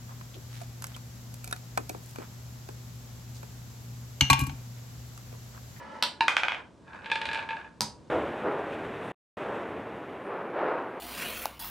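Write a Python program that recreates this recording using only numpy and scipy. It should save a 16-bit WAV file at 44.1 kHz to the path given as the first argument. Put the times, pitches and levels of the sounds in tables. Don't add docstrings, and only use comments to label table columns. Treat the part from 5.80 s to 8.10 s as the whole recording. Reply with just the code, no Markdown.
import sys
import numpy as np
from scipy import signal
from scipy.fft import rfft, irfft, next_fast_len
from scipy.io import wavfile
from scipy.ndimage import uniform_filter1d

SR = 44100
rng = np.random.default_rng(int(sys.argv[2]) if len(sys.argv) > 2 else 0)


def int16_out(signal):
    q = np.round(np.clip(np.atleast_2d(signal).T, -1, 1) * 32767)
    wavfile.write(sys.argv[1], SR, q.astype(np.int16))


N = 101429

# t/s, relative level/dB, contact cut-off f/Hz, ring offset/dB
DEFLECTOR_HITS = [(.2253, -7.5, 14000, 7.5)]
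RIM_HITS = [(.4073, -12, 5800, 0.0087)]
CONE_HITS = [(.4815, -5, 8000, 8), (.5672, -7, 6500, 4), (.6338, -9, 4200, 1), (.6831, -9, 3300, 1),
             (.7199, -13.5, 3300, 0), (.7462, -19.5, 3290, -15.5), (.7671, -40, 3200, -3),
             (.783, -56.5, 3000, 8), (.796, -45, 3000, 10)]
POCKET_HITS = [(1.0783, -52.5, 4730, 13), (1.1321, -40, 3500, -4), (1.2194, -41.5, 3070, -10),
               (1.2439, -31, 3000, -6), (1.2585, -25.5, 3400, -0.5), (1.2992, -24, 3070, 0.5),
               (1.3155, -16.5, 5800, 6.5), (1.3558, -18, 4660, 3), (1.4145, -19.5, 4700, 1.5),
               (1.4545, -20.5, 6200, -3.5), (1.4884, -22.5, 3860, 5.5), (1.5135, -22.5, 4000, 0.5),
               (1.5312, -24.5, 9550, 5), (1.546, -22.5, 5300, -9.5), (1.5548, -26.5, 3500, 9),
               (1.5736, -23.5, 3500, -12), (1.5906, -27, 3270, 7), (1.6045, -33.5, 3000, -5),
               (1.616, -38, 2980, 0), (1.626, -28, 2950, -2.5), (1.6892, -26.5, 3530, 8),
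               (1.706, -23, 2750, 1), (1.7182, -30.5, 2550, -8), (1.7292, -30, 2420, 9.5),
               (1.7665, -30, 2850, 6.5), (1.8135, -36.5, 2580, 2.5), (1.8445, -41.5, 2400, 10.5),
               (1.866, -49.5, 2150, 16.5)]
CLICK_HITS = [(2.0076, -17, 15700, 0)]
# f/Hz, relative level/dB
DEFLECTOR_SPECTRUM = [(150, -24.5), (230, -22.5), (420, -13.5), (620, -15), (950, -6.5), (1600, -2.5),
                      (2300, -6.5), (3000, 0.5), (3400, -2.5), (4200, 4), (5000, -4), (5900, -10),
                      (6700, -29.5), (7300, -15.5), (8400, -14.5), (10000, -22.5), (13000, -20),
                      (16000, -43)]
RIM_SPECTRUM = [(150, -23.5), (330, -4.5), (520, -9.5), (750, -5), (1050, -3), (1300, -10.5), (1700, 4.5),
                (2050, -9.5), (2400, 2), (2800, 3), (3300, -20.5), (3800, 3), (4800, -11), (6000, -20.5),
                (9000, -22.5), (15000, -31.5)]
CONE_SPECTRUM = [(150, -31), (420, -17), (620, -10), (880, -2.5), (1210, -8), (1560, -1.5), (1890, -7.5),
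                 (2410, 2), (2750, -7), (3200, -1.5), (3900, -14), (5200, -17.5), (6200, -19.5),
                 (8500, -24.5), (12000, -30.5), (16000, -52.5)]
POCKET_SPECTRUM = [(150, -33.5), (550, 0), (900, -30.5), (1150, -5), (1650, 1), (2000, -1.5), (2400, 7.5),
                   (3100, -1), (3800, 0), (4700, -8.5), (6000, -16.5), (9000, -15.5), (15000, -39)]
CLICK_SPECTRUM = [(150, -14.5), (900, -8.5), (2000, -16), (3100, -15), (3800, -11), (4350, -8.5),
                  (4950, 1.5), (5300, -7.5), (5650, -8.5), (6200, -8), (7000, -16.5), (8500, -12),
                  (10000, -20.5), (13000, -20), (16000, -34)]
# f/Hz, relative level/dB, t60/s
BOWL_MODES = [(226, -15, .2), (567, -8.5, 0.052), (879.3, -4, .15), (964, -5, 0.22), (1310, -7, 0.1),
              (1440, -21.5, 0.45), (1707, -7, 0.18), (1930, -16, .12), (2950, -20, .06)]
RIM_MODES = [(910, 3.5, 0.23), (1032, -1, .06), (1680, -9.5, 0.2), (2320, -2, 0.033), (2790, 5, 0.032),
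             (3560, -18.5, 0.057), (3960, -15.5, 0.085), (4150, -24, .12), (5020, -18.5, 0.23)]
CONE_MODES = [(900, -32, 0.012), (1183, -12, 0.054), (1520, -2.5, .025), (2003, -8, 0.036),
              (2485, 0, 0.025), (2590, -1, .01), (3300, -12.5, 0.026)]
POCKET_MODES = [(898.2, 0, 0.23), (1644.5, 4, 0.067), (1718, 0, 0.074), (2570, -2.5, 0.064),
                (2402, -4.5, 0.066), (2870, -10.5, 0.033), (3500, -11, 0.17), (3705, -13.5, 0.048),
                (4630, -16, .1)]
CLICK_MODES = [(964, 3, 0.12), (1300, -2, 0.098), (3900, -2, 0.058), (4560, 0.5, 0.077), (5136, -6, 0.14)]
THUMP_MODES = [(109.8, -4, 0.4), (147, 2, 0.24), (215.3, 8, 0.19), (318, -1, 0.18)]
# t/s, level/dB
TRACK_ROLL_LEVEL = [(0, -45), (.05, -45), (.1, -45.5), (.16, -43), (.22, -46.5), (.36, -68)]
WHEEL_ROLL_LEVEL = [(.76, -63.5), (.79, -43), (.85, -63.5), (.93, -88), (1.06, -62.5), (1.1, -50),
                    (1.16, -44), (1.21, -50), (1.3, -50), (1.62, -40), (1.68, -49), (1.8, -43.5),
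                    (1.88, -54.5), (2.0, -71.5)]
RUMBLE_LEVEL = [(0, -54.5), (.9, -55), (1.2, -54), (1.5, -48.5), (1.9, -55), (2.3, -52)]
# f/Hz, relative level/dB
TRACK_ROLL_SPECTRUM = [(100, -74), (230, 3.5), (430, -4), (560, -2), (720, -1.5), (950, 7), (1400, -4.5),
                       (2000, -3), (3000, -18), (5000, -17), (12000, -35), (16000, -86)]
WHEEL_ROLL_SPECTRUM = [(150, -29), (300, -3), (500, 6), (1050, 8.5), (1280, 4.5), (1600, 12.5), (1950, -3),
                       (2450, -5.5), (3300, -30.5), (4400, -18.5), (7000, -25), (12000, -39), (16000, -81)]
RUMBLE_SPECTRUM = [(15, -22.5), (35, -13.5), (70, 1), (110, -0.5), (200, 0), (330, -2.5), (420, -7.5),
                   (600, -8), (800, -19.5), (950, -10.5), (1400, -23), (2200, -28), (4000, -29),
                   (8500, -35), (11500, -50), (16000, -93)]
# f/Hz, t60/s
ROOM_DECAY = [(150, 0.69), (1000, 0.35), (2500, 0.26), (5000, 0.26), (9000, 0.27), (15000, 0.1)]

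HIT_SAMPLES = SR // 2
AGE_S = np.arange(HIT_SAMPLES) / SR


def ball_in_bowl():
    roll = rolling(TRACK_ROLL_LEVEL, TRACK_ROLL_SPECTRUM, BOWL_MODES, ring_db=3, roughness_db=0.5)
    return roll + impacts(DEFLECTOR_HITS, DEFLECTOR_SPECTRUM, BOWL_MODES, gain_db=11.5, ring_db=-37,
                          snap_db=-12, rise_s=0.000067, clack_t60_s=0.013,
                          wall_db=-7.5, room_db=-2, ring_send_db=-6)


def ball_on_rim():
    return impacts(RIM_HITS, RIM_SPECTRUM, RIM_MODES, gain_db=13, ring_db=-24,
                   snap_db=-31.5, rise_s=0.0011, clack_t60_s=0.012,
                   wall_db=-41, room_db=-3, ring_send_db=-14)


def ball_on_cone():
    return impacts(CONE_HITS, CONE_SPECTRUM, CONE_MODES, gain_db=10.5, ring_db=-26,
                   snap_db=-14, rise_s=0.0004, clack_t60_s=0.007,
                   wall_db=-26, room_db=-3, ring_send_db=-3)


def ball_in_pockets():
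    roll = rolling(WHEEL_ROLL_LEVEL, WHEEL_ROLL_SPECTRUM, POCKET_MODES, ring_db=-9, roughness_db=2.5)
    return roll + impacts(POCKET_HITS, POCKET_SPECTRUM, POCKET_MODES, gain_db=14, ring_db=-29,
                          snap_db=-22, rise_s=0.003, clack_t60_s=0.011,
                          wall_db=-16, room_db=-4, ring_send_db=-12)


def click(thump_gain_db=-36, thump_rise_s=0.029):
    out = impacts(CLICK_HITS, CLICK_SPECTRUM, CLICK_MODES, gain_db=18, ring_db=-36.5,
                  snap_db=-18, rise_s=0.0006, clack_t60_s=0.004,
                  wall_db=-7, room_db=-3.5, ring_send_db=-1.5)
    thump = amp(thump_gain_db) * ring(THUMP_MODES) * (1 - np.exp(-AGE_S / thump_rise_s))
    add(out, CLICK_HITS[0][0], thump)
    return out


def impacts(hits, spectrum, modes, gain_db, ring_db, snap_db, rise_s, clack_t60_s,
            wall_db, room_db, ring_send_db, wall_delay_s=0.0101):
    out = np.zeros((2, N))
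    for start_s, hit_db, contact_hz, ring_offset_db in hits:
        excitation = burst(snap_db, rise_s, clack_t60_s)
        clack = filtered(excitation, lambda hz: minimum_phase(amp(log_interp(spectrum, hz))))
        clack /= np.linalg.norm(clack[0])
        tone = amp(ring_db + ring_offset_db) * ring(modes)
        send = clack + amp(ring_send_db) * tone
        reverb = amp(room_db) * signal.fftconvolve(send, room_tail(), axes=1)[:, :HIT_SAMPLES]
        echo = amp(wall_db) * np.pad(clack, ((0, 0), (round(wall_delay_s * SR), 0)))[:, :HIT_SAMPLES]
        softness = lambda hz: minimum_phase(1 / np.sqrt(1 + (hz / contact_hz) ** 4))
        add(out, start_s, amp(hit_db + gain_db) * filtered(clack + tone + echo + reverb, softness))
    return out


def burst(snap_db, rise_s, t60_s, smoothing_hz=260):
    x = noise(HIT_SAMPLES, width=0.11) * amp(-60 * AGE_S / t60_s) * (1 - np.exp(-AGE_S / rise_s))
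    x /= np.linalg.norm(x[0])
    x[:, 0] += amp(snap_db)
    power = np.abs(rfft(x.mean(0))) ** 2
    smooth_power = uniform_filter1d(power, size=int(smoothing_hz * HIT_SAMPLES / SR))
    whitening = minimum_phase((np.abs(smooth_power) + 1e-9) ** -0.5)
    return irfft(rfft(x) * whitening, HIT_SAMPLES)


def ring(modes):
    return sum((-1) ** k * amp(db + rng.normal() - 60 * AGE_S / t60_s) * np.sin(2 * np.pi * hz * AGE_S)
               for k, (hz, db, t60_s) in enumerate(modes))


def rolling(levels, spectrum, modes, ring_db, roughness_db, stop_s=0.015, ring_cutoff_hz=5000):
    bumps = noise(N, width=0.44)
    bumps *= amp(roughness_db * unit_rms(uniform_filter1d(rng.standard_normal(N), size=200)))
    surface = unit_rms(filtered(bumps, lambda hz: amp(log_interp(spectrum, hz))))
    body = unit_rms(filtered(bumps, lambda hz: resonance(modes, hz) / (1 + (hz / ring_cutoff_hz) ** 4)))
    end_s = levels[-1][0]
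    contact = np.clip((end_s - np.arange(N) / SR) / stop_s, 0, 1)
    return contact * envelope(levels) * unit_rms(surface + amp(ring_db) * body)


def resonance(modes, hz):
    response = 0
    for mode_hz, db, t60_s in modes:
        bandwidth_hz = 2.2 / t60_s
        damping = 1j * hz * bandwidth_hz
        response += amp(db) * damping / (mode_hz ** 2 - hz ** 2 + damping)
    return response


def room_tail(onset_s=0.0056):
    hz, t_s, bins = signal.stft(noise(HIT_SAMPLES, width=0.38), SR, nperseg=256)
    decay = amp(-60 * t_s / log_interp(ROOM_DECAY, hz)[:, None])
    tail = signal.istft(bins * decay, SR, nperseg=256)[1][:, :HIT_SAMPLES]
    tail *= 1 - np.exp(-(AGE_S / onset_s) ** 2)
    return tail / np.linalg.norm(tail[0])


def bearing():
    rumble = filtered(noise(N, width=0.32), lambda hz: amp(log_interp(RUMBLE_SPECTRUM, hz)))
    return envelope(RUMBLE_LEVEL) * unit_rms(rumble)


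def amp(db):
    return 10 ** (np.asarray(db) / 20)


def unit_rms(x):
    return x / np.sqrt(np.mean(x ** 2) + 1e-20)


def log_interp(points, hz):
    points_hz, values = np.transpose(points)
    return np.interp(np.log(hz + 1), np.log(points_hz + 1), values)


def envelope(levels):
    return amp(np.interp(np.arange(N) / SR, *np.transpose(levels)))


def filtered(x, response):
    size = next_fast_len(x.shape[-1] + 8192)
    hz = np.fft.rfftfreq(size, 1 / SR)
    return irfft(rfft(x, size) * response(hz), size)[..., :x.shape[-1]]


def minimum_phase(gain):
    cepstrum = irfft(np.log(np.maximum(gain, 1e-6)))
    half = len(cepstrum) // 2
    cepstrum[1:half] *= 2
    cepstrum[half + 1:] = 0
    return np.exp(rfft(cepstrum))


def noise(size, width):
    mid, side = rng.standard_normal((2, size))
    return unit_rms(np.array([mid + width * side, mid - width * side]))


def add(out, start_s, x):
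    start = round(start_s * SR)
    out[:, start:start + x.shape[-1]] += x[..., :N - start]


def scene():
    ball = ball_in_bowl() + ball_on_rim() + ball_on_cone() + ball_in_pockets()
    pan_db = 0.46
    return (ball + click()) * amp([[-pan_db], [pan_db]]) + bearing()


def record(dry):
    low_cut_hz, top_hz = 27, 16600
    return filtered(dry, lambda hz: (hz < top_hz) * (1j * hz / (low_cut_hz + 1j * hz)) ** 2)


dry = scene()
out = record(dry)
int16_out(out)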